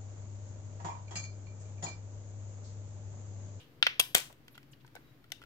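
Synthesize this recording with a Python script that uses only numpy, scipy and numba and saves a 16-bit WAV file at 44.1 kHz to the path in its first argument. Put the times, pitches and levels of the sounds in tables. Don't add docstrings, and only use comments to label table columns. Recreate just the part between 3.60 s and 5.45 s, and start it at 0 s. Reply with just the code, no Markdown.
import sys
import numpy as np
from scipy import signal
from scipy.fft import rfft, irfft
from scipy.io import wavfile
from scipy.ndimage import uniform_filter1d
from numba import njit

SR = 44100
rng = np.random.default_rng(int(sys.argv[2]) if len(sys.argv) > 2 else 0)


def ratio_of_db(decibels):
    return 10 ** (np.asarray(decibels, float) / 20)


def wav_out(sig):
    wavfile.write(sys.argv[1], SR, np.round(np.clip(np.atleast_2d(sig).T, -1, 1) * 32767).astype(np.int16))


N = 81585
PORT_LAG_S = 0.00016
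LEFT_RIGHT = np.array([[0.5], [-0.5]])
BASS_PAN_DB = 4
ROOM_T60_S = 0.29


def unit(x):
    return x / np.sqrt(np.mean(x ** 2))


@njit
def svf(x, hz, width):
    y, band, low = np.empty(len(x)), 0., 0.
    for i in range(len(x)):
        g = np.tan(np.pi * hz[i] / SR)
        v = (band + g * (x[i] - low)) / (1 + g * (g + width))
        band, low = 2 * v - band, low + 2 * g * v
        y[i] = width * v
    return y


def noise_band(hz, width):
    return svf(rng.standard_normal(N), np.full(N, 1. * hz), width)


def walk(rate_hz):
    hold = int(SR / rate_hz)
    steps = np.repeat(rng.standard_normal(N // hold + 1), hold)
    return 0.33 * uniform_filter1d(uniform_filter1d(steps, hold), hold)[:N]


def add(out, x, start_s):
    for port in range(2):
        i = int((start_s + port * PORT_LAG_S) * SR)
        n = min(x.shape[1], N - i)
        out[port, i:i + n] += x[port, :n]


# frequency in Hz, density in dB per Hz.
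HISS_SPECTRUM = [(200, -8.5), (320, -9), (740, -21.5), (2000, -24), (4500, -31.5), (9000, -43.5),
                 (14500, -33), (16000, -41)]
# centre in Hz, width in Hz, level in dB.
HUM_RESONANCES = [(54, 21, -74), (123, 44, -65.5), (137.5, 9.2, -69), (284.9, 43, -71)]
HISS_DB, SHARED_HZ = -66, 1500
DRONE_HZ, DRONE_DB, DRONE_ENDS_S = 480, -70.5, 0.6
EARLIER_CLICK_DB = -56.5


def air():
    t = np.arange(N) / SR
    f = np.maximum(np.arange(N // 2 + 1) * SR / N, 1)
    spectrum_hz, spectrum_db = np.array(HISS_SPECTRUM).T
    density = ratio_of_db(np.interp(np.log(f), np.log(spectrum_hz), spectrum_db))
    mid, side = rfft(rng.standard_normal((2, N))) * density
    side = side * np.clip(0.2 + f / SHARED_HZ, 0, 1)
    hiss = irfft(np.array([mid + side, mid - side]) * (f > 200), N)

    hum = 0
    for hz, width_hz, db in HUM_RESONANCES:
        shared, opposed = (
            svf(noise_band(hz, width_hz / hz), np.full(N, 1. 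* hz), 0.59) for _ in range(2))
        ports = unit(shared) + 0.24 * unit(opposed) * np.array([[1], [-1]])
        hum = hum + ratio_of_db(db + 2.0 * walk(1.7)) * ports
    drone = unit(noise_band(DRONE_HZ, 0.18)) * np.clip((DRONE_ENDS_S - t) * 10, 0, 1)
    hum = hum + ratio_of_db(DRONE_DB) * drone

    earlier = np.array([unit(noise_band(3000, 0.23)) for _ in range(2)])
    earlier = earlier * ratio_of_db(EARLIER_CLICK_DB - 60 * t / ROOM_T60_S)
    pan = ratio_of_db(LEFT_RIGHT * BASS_PAN_DB)
    hiss = unit(hiss) * ratio_of_db(HISS_DB + 3.1 * walk(10)) * pan ** 0.27
    return hiss + hum * pan + earlier


# frequency in Hz, left-right difference in dB.
PORT_SHADE = [(600, -0.5), (2300, -3), (3300, 0.5), (5000, 0), (8000, 7), (13000, 4.5)]
RISE_S, RADIATES_HZ, SAME_PHASE_HZ = 0.00014, 450, 1100
DETUNE_SHARE, SCATTER_DB, CHATTER_DB = 0.017, 1.17, -9


def ring(modes, lift_db, t, chatter_s):
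    hz, db, t60_s = np.array(modes).T
    detune, polarity = rng.standard_normal((2, len(hz)))
    scatter = rng.standard_normal((2, len(hz)))
    spread = np.array([0.04, 1, 1, 1, 1])[:, None, None]
    delay_s = chatter_s * rng.random((5, len(hz), 1)) * spread
    age = np.maximum(t - delay_s, 0)
    waves = np.sin(2 * np.pi * (hz * (1 + DETUNE_SHARE * detune))[:, None] * age)
    waves = waves * ratio_of_db(-60 * age / t60_s[:, None]) * (1 - np.exp(-age / RISE_S))
    shared = waves[0] + ratio_of_db(CHATTER_DB) * (waves[1] - waves[2])
    own = ratio_of_db(CHATTER_DB) * (waves[3] - waves[4])

    shade_hz, shade_db = np.array(PORT_SHADE).T
    shade_db = np.interp(np.log(hz), np.log(shade_hz), shade_db) * LEFT_RIGHT
    gain = ratio_of_db(db + lift_db + shade_db + SCATTER_DB * scatter) * np.sign(polarity)
    phase = np.where(hz < SAME_PHASE_HZ, 1, np.array([[1], [-1]]))
    x = gain @ shared + gain * phase @ own
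    return signal.lfilter(*signal.butter(2, RADIATES_HZ, "highpass", fs=SR), x)


# start in seconds, level in dB, low modes in dB, treble crack in dB, left-right in dB.
CLICKS = [
    (0.2266, -14, -3, -19, 8),
    (.2672, -13.5, 3, -16.5, 1.5),
]
BUCKLES = [
    (.3954, -17.5, 1, -3.5, 1.5),
    (.3972, -20, 3, -10, 4.5),
    (.3987, -14.5, -10.5, 1, 4.5),
    (.4010, -22, -4, -1.5, 2.5),
    (.4040, -24, -0.5, -5, 3.5),
    (.4065, -26, 1, -10, 2.5),
    (.4113, -26, -6.5, -4.5, 9),
]
SNAPS = [(.5464, -18.5, -13, 1, 2), (.5498, -11.5, 1, 1, 6.5), (.5520, -16, 0, -10.5, -5),
         (.5542, -17.5, -7, -17.5, 0), (.5572, -26, -0.5, -10.5, 5), (.5620, -23, -1, 0, 6),
         (.5665, -30, 2, 0.5, -2), (.5690, -27.5, 3, 2, 5.5), (.5746, -26, 6, 2, 2.5),
         (.5785, -35, 6, -0.5, 1), (.5816, -27.5, -2, 3.5, 2), (.5895, -33.5, -3.5, -4, 2.5),
         (.5970, -36, 6.5, 2, -10.5), (.7270, -50.5, 12, -1, 4)]
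TICKS = [(.8812, -47, 2, -2.5, 2), (.9530, -58.5, 15, 3, 4), (0.978, -45, 7.5, -4.5, 1.5),
         (1.03, -55.5, -3, -5, 0), (1.2776, -54.5, 0, -5.5, 2), (1.6420, -59.5, 7.5, -3, 6),
         (1.703, -62.5, 10, -1, 4), (1.817, -53.5, 12, -3, 2), (1.8220, -57.5, -0.5, -12.5, 2),
         (1.8265, -51.5, -1, -6, 0), (1.8375, -53.5, 11, -5.5, 9.5)]
PATS = [
    (1.2474, -51, -4, -22, 6.5),
    (1.3518, -47, 1, -16, 6),
    (1.3534, -46, 6, -2, 9.5),
    (1.3590, -56, -3, -12, -6),
    (1.3628, -43, -2, -24, -8),
    (1.3672, -49, 8, -20, 5),
    (1.3722, -52.5, 2, -9, 1),
    (1.3790, -60, 0, -9.5, 2.5),
    (1.3890, -70, -10.5, -12, -7),
]
KNOCKS = [
    (1.7191, -33.5, -18, -15, 11),
    (1.7203, -31, 0.5, -3, 3),
]
# frequency in Hz, level in dB, t60 in seconds; the first three of a box are its low ones.
SHUT_BOX = [(540, -17, .008), (837.6, -6.5, 0.0094), (1410, -6, 0.024), (1690, -5, 0.014),
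            (2400, -2.5, 0.01), (2812, 4, 0.0083), (3141, -3.5, .024), (3470, 6.5, 0.01), (4200, -2, .008),
            (5170, -13.5, 0.0042)]
BOX = [(604.3, -12.5, 0.008), (860, -10.5, 0.011), (1425, -3.5, 0.023), (1681, -6, 0.0056),
       (1967, -4, 0.025), (2360, 5.5, 0.0059), (2800, -1.5, 0.008), (3130, -3, 0.018), (3290, 2.5, 0.009),
       (4400, -2.5, 0.008), (5170, -13, 0.005)]
BENT_BOX = [(297.17, -13, 0.0063), (658, -10.5, .012), (833.3, -12.5, 0.021), (1300, -13, 0.0084),
            (1530, -15.5, 0.011), (2350, -9.5, 0.025), (2720, -4, 0.017), (3336, 3, .016),
            (3717, -6, 0.012327), (4367.8, -6.5, .008)]
OPEN_BOX = [(399.4, -17, .006), (608, -5, 0.0064), (1070, -11.5, 0.0045), (1500, -9.5, 0.014192),
            (1842.3, -3, 0.0049), (2268, 2.5, 0.0066), (3104, 3, 0.0072), (3500, -8.5, 0.029),
            (4310, -6.5, 0.0078)]
GRIPPED_BOX = [(512, -2.5, 0.0087), (770, -0.5, .012), (1040, -10, 0.004767), (1534, -4, 0.036),
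               (2240, -2, .008), (3200, -4, 0.0066), (3965, -8, 0.00912)]
PEN = [(480, -33, 0.01023), (740, -10, 0.015), (1500, -15.5, 0.04), (2060, -2.5, 0.017), (2330, -16, 0.026),
       (3206, 5.5, 0.01), (3970, 1.5, 0.0054), (5700, 0, 0.0079), (6200, -4.5, 0.008)]
FLAP = [(5190, -1.5, 0.0086), (5770, -1, 0.0039), (7220, 2.5, 0.0023), (8545, -8, .007),
        (9500, -0.5, 0.0023), (11130, -8.5, 0.0046), (13350, -2.5, .006)]
BENT_FLAP = [(5126, -1, 0.0091), (6100, -3.5, .007), (7045, -7, .006), (8749, -2.5, 0.0094),
             (9380, -6.5, 0.0049), (10130, -5.5, 0.008), (11300, -4, .006), (12300, -4.5, 0.0069),
             (13900, -3.5, 0.0063), (15120, -11, .004)]
FREE_FLAP = [(5030, -9.5, 0.0058), (6333.4, -9, 0.0044), (7198.2, 3, 0.0021), (7463, 3, 0.0032),
             (8337.1, -6, 0.0059864), (9440, -6.5, 0.0046), (10516, -9, 0.0034), (10938, -12, 0.0017),
             (11900, -8, 0.0084), (13281, -3, 0.0033), (14300, -5, .004)]
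CHATTER_S, SNAP_CHATTER_S, KNOCK_CHATTER_S = 0.0056, 0.0025, 0.002043
CRACK_DB, CRACK_S, CRACK_BAND_HZ = -6.5, 0.0018, [4350, 15000]
THUMP_HZ, THUMP_DB, THUMP_S = 156, -17, 0.004
THUMP_GROWTH, THUMP_REFERENCE_DB = 1.3, -11.5
SEND_S = 0.0004


def clicks():
    out, send, t = np.zeros((2, N)), np.zeros((2, N)), np.arange(1300) / SR
    thump = np.sin(2 * np.pi * THUMP_HZ * t) * np.exp(-t / THUMP_S)
    thump = signal.lfilter(*signal.butter(1, 60, "highpass", fs=SR), thump)
    thump = thump * ratio_of_db(LEFT_RIGHT * BASS_PAN_DB)
    crack_filter = signal.butter(1, CRACK_BAND_HZ, "bandpass", fs=SR)
    # hits, box modes, flap modes, chatter in s, air push
    kinds = [(CLICKS[:1], SHUT_BOX, FLAP, CHATTER_S, 0),
             (CLICKS[1:], BOX, FLAP, CHATTER_S, 0),
             (BUCKLES, BENT_BOX, BENT_FLAP, SNAP_CHATTER_S, 1),
             (SNAPS, OPEN_BOX, FREE_FLAP, SNAP_CHATTER_S, 1),
             (TICKS, BOX, FLAP, SNAP_CHATTER_S, 0),
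             (PATS, GRIPPED_BOX, FLAP, KNOCK_CHATTER_S, 0),
             (KNOCKS, PEN, FLAP, KNOCK_CHATTER_S, 0)]
    for hits, modes, flap, chatter_s, push in kinds:
        for start_s, db, low_db, treble_db, pan_db in hits:
            crack = signal.lfilter(*crack_filter, rng.standard_normal((2, len(t))))
            crack = 2 * crack * np.exp(-t / CRACK_S)
            treble = ring(flap, 0, t, chatter_s) + ratio_of_db(CRACK_DB) * crack
            body = ring(modes, (np.arange(len(modes)) < 3) * low_db, t, chatter_s)
            thump_db = THUMP_DB + treble_db + THUMP_GROWTH * (db - THUMP_REFERENCE_DB)
            x = body + push * ratio_of_db(thump_db) * thump + ratio_of_db(treble_db) * treble
            x = 0.72 * x * ratio_of_db(db + pan_db * LEFT_RIGHT)
            add(out, x, start_s)
            front = unit(x * np.exp(-t / SEND_S))
            add(send, front * np.sqrt(np.mean(x ** 2)), start_s)
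    return out, send


ROOM_DB, ROOM_TREBLE_T60_S, ROOM_START_S, ROOM_BASS_CUT_HZ = -13, 0.29, 0.0024, 820
PRESENCE_HZ, PRESENCE_DB, EARLY_DB, EARLY_T60_S = 3000, -9, 8.5, 0.022


def room(x):
    t = np.arange(int(0.5 * SR)) / SR
    echo = rng.standard_normal((2, len(t))) * np.clip(t / ROOM_START_S - 1, 0, 1)
    low = signal.lfilter([0.3], [1, -0.7], echo)
    bass = signal.lfilter([0.1], [1, -0.9], echo)
    low = low - bass + bass[0]
    treble = 0.21 * np.diff(echo, prepend=0)
    tail = low * ratio_of_db(-60 * t / ROOM_T60_S) + treble * ratio_of_db(-60 * t / ROOM_TREBLE_T60_S)
    presence = signal.lfilter(*signal.iirpeak(PRESENCE_HZ, 1.5, fs=SR), tail)
    tail = tail + ratio_of_db(PRESENCE_DB) * presence
    tail = tail * (1 + ratio_of_db(EARLY_DB - 60 * t / EARLY_T60_S))
    tail = tail / np.sqrt(np.sum(tail ** 2, axis=1, keepdims=True))
    x = signal.lfilter(*signal.butter(1, ROOM_BASS_CUT_HZ, "highpass", fs=SR), x)
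    return ratio_of_db(ROOM_DB) * signal.fftconvolve(x, tail, axes=1)[:, :N]


def grit(n, grain_db):
    return rng.standard_normal((2, n)) * ratio_of_db(grain_db * rng.exponential(1, n))


RATTLE_S, RATTLE_DB, RATTLE_T60_S, RATTLE_HZ, RATTLE_GRAIN_DB = 0.552, -31.5, 0.27, 2800, 3.5


def rattle():
    out, t = np.zeros((2, N)), np.arange(8000) / SR
    hz = np.full(len(t), 1. * RATTLE_HZ)
    x = np.array([svf(g, hz, 1.8461) for g in grit(len(t), RATTLE_GRAIN_DB)])
    add(out, unit(x) * ratio_of_db(RATTLE_DB - 60 * t / RATTLE_T60_S + 5 * LEFT_RIGHT), RATTLE_S)
    return out


# start in seconds, length in seconds, level in dB, start pitch in Hz,
# end pitch in Hz, width as share of pitch.
SLIDES = [(0.695, 0.025, -56.5, 900, 700, 1), (0.908, 0.038, -66.5, 12430, 11450, 0.33),
          (0.94, 0.03, -60, 3700, 2800, 0.65), (0.956, 0.019, -76, 1420, 1410, 0.061),
          (1.104, 0.049, -72.5, 12900, 12100, 0.72), (1.111, 0.028, -67.5, 10000, 4500, 0.51),
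          (1.13, 0.0087, -57.5, 3300, 2600, 0.16), (1.133, 0.018, -68, 1900, 1560, 0.23),
          (1.128, 0.018, -66, 5500, 3500, 0.45), (1.199, 0.02494, -68.5, 3100, 2968, 0.793),
          (1.244, 0.011, -62, 1020, 966.4, 0.093), (1.262, 0.009, -64, 3500, 7000, 1),
          (1.26, 0.011, -75, 12500, 12000, .4), (1.349, 0.029, -65, 7600, 1500, 1),
          (1.35, 0.036, -65, 1680, 1620, 0.14), (1.356, 0.018, -58, 450, 430, 0.16)]
SLIDE_GRAIN_DB = 2
SQUEAK_S, SQUEAK_LENGTH_S, SQUEAK_HZ, SQUEAK_DB, SQUEAK_TONE_DB = 1.425, 0.125, 3880, -80, -78


def slides():
    out = np.zeros((2, N))
    squeak = (SQUEAK_S, SQUEAK_LENGTH_S, SQUEAK_DB, SQUEAK_HZ, SQUEAK_HZ, 0.025)
    for start_s, length_s, db, from_hz, to_hz, width in SLIDES + [squeak]:
        u = np.linspace(0, 1, int(length_s * SR))
        hz = from_hz * (to_hz / from_hz) ** u
        x = np.array([svf(svf(g, hz, width), hz, width) for g in grit(len(u), SLIDE_GRAIN_DB)])
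        swell = np.sin(np.pi * u) ** (0.3 if length_s > 0.08 else 1)
        add(out, unit(x) * swell * ratio_of_db(db), start_s)
    age = np.arange(int(SQUEAK_LENGTH_S * SR)) / SR
    tone = np.sin(2 * np.pi * SQUEAK_HZ * age) * np.sin(np.pi * age / SQUEAK_LENGTH_S) ** 0.3
    add(out, np.array([[1], [-0.5]]) * tone * ratio_of_db(SQUEAK_TONE_DB), SQUEAK_S)
    return out


def scene():
    hits, send = clicks()
    skin = slides()
    return air() + hits + room(send + skin) + rattle() + skin


def band_limit(x):
    return signal.sosfilt(signal.butter(12, 16520, fs=SR, output="sos"), x)


TOP_HZ, OFFSET = 15700, -0.00043


def record(dry):
    top_cut = signal.ellip(8, 0.2, 60, TOP_HZ, fs=SR, output="sos")
    mix = np.clip(signal.sosfilt(top_cut, dry) + OFFSET, -1, 1)
    return band_limit(mix)


dry = scene()
out = record(dry)
wav_out(out)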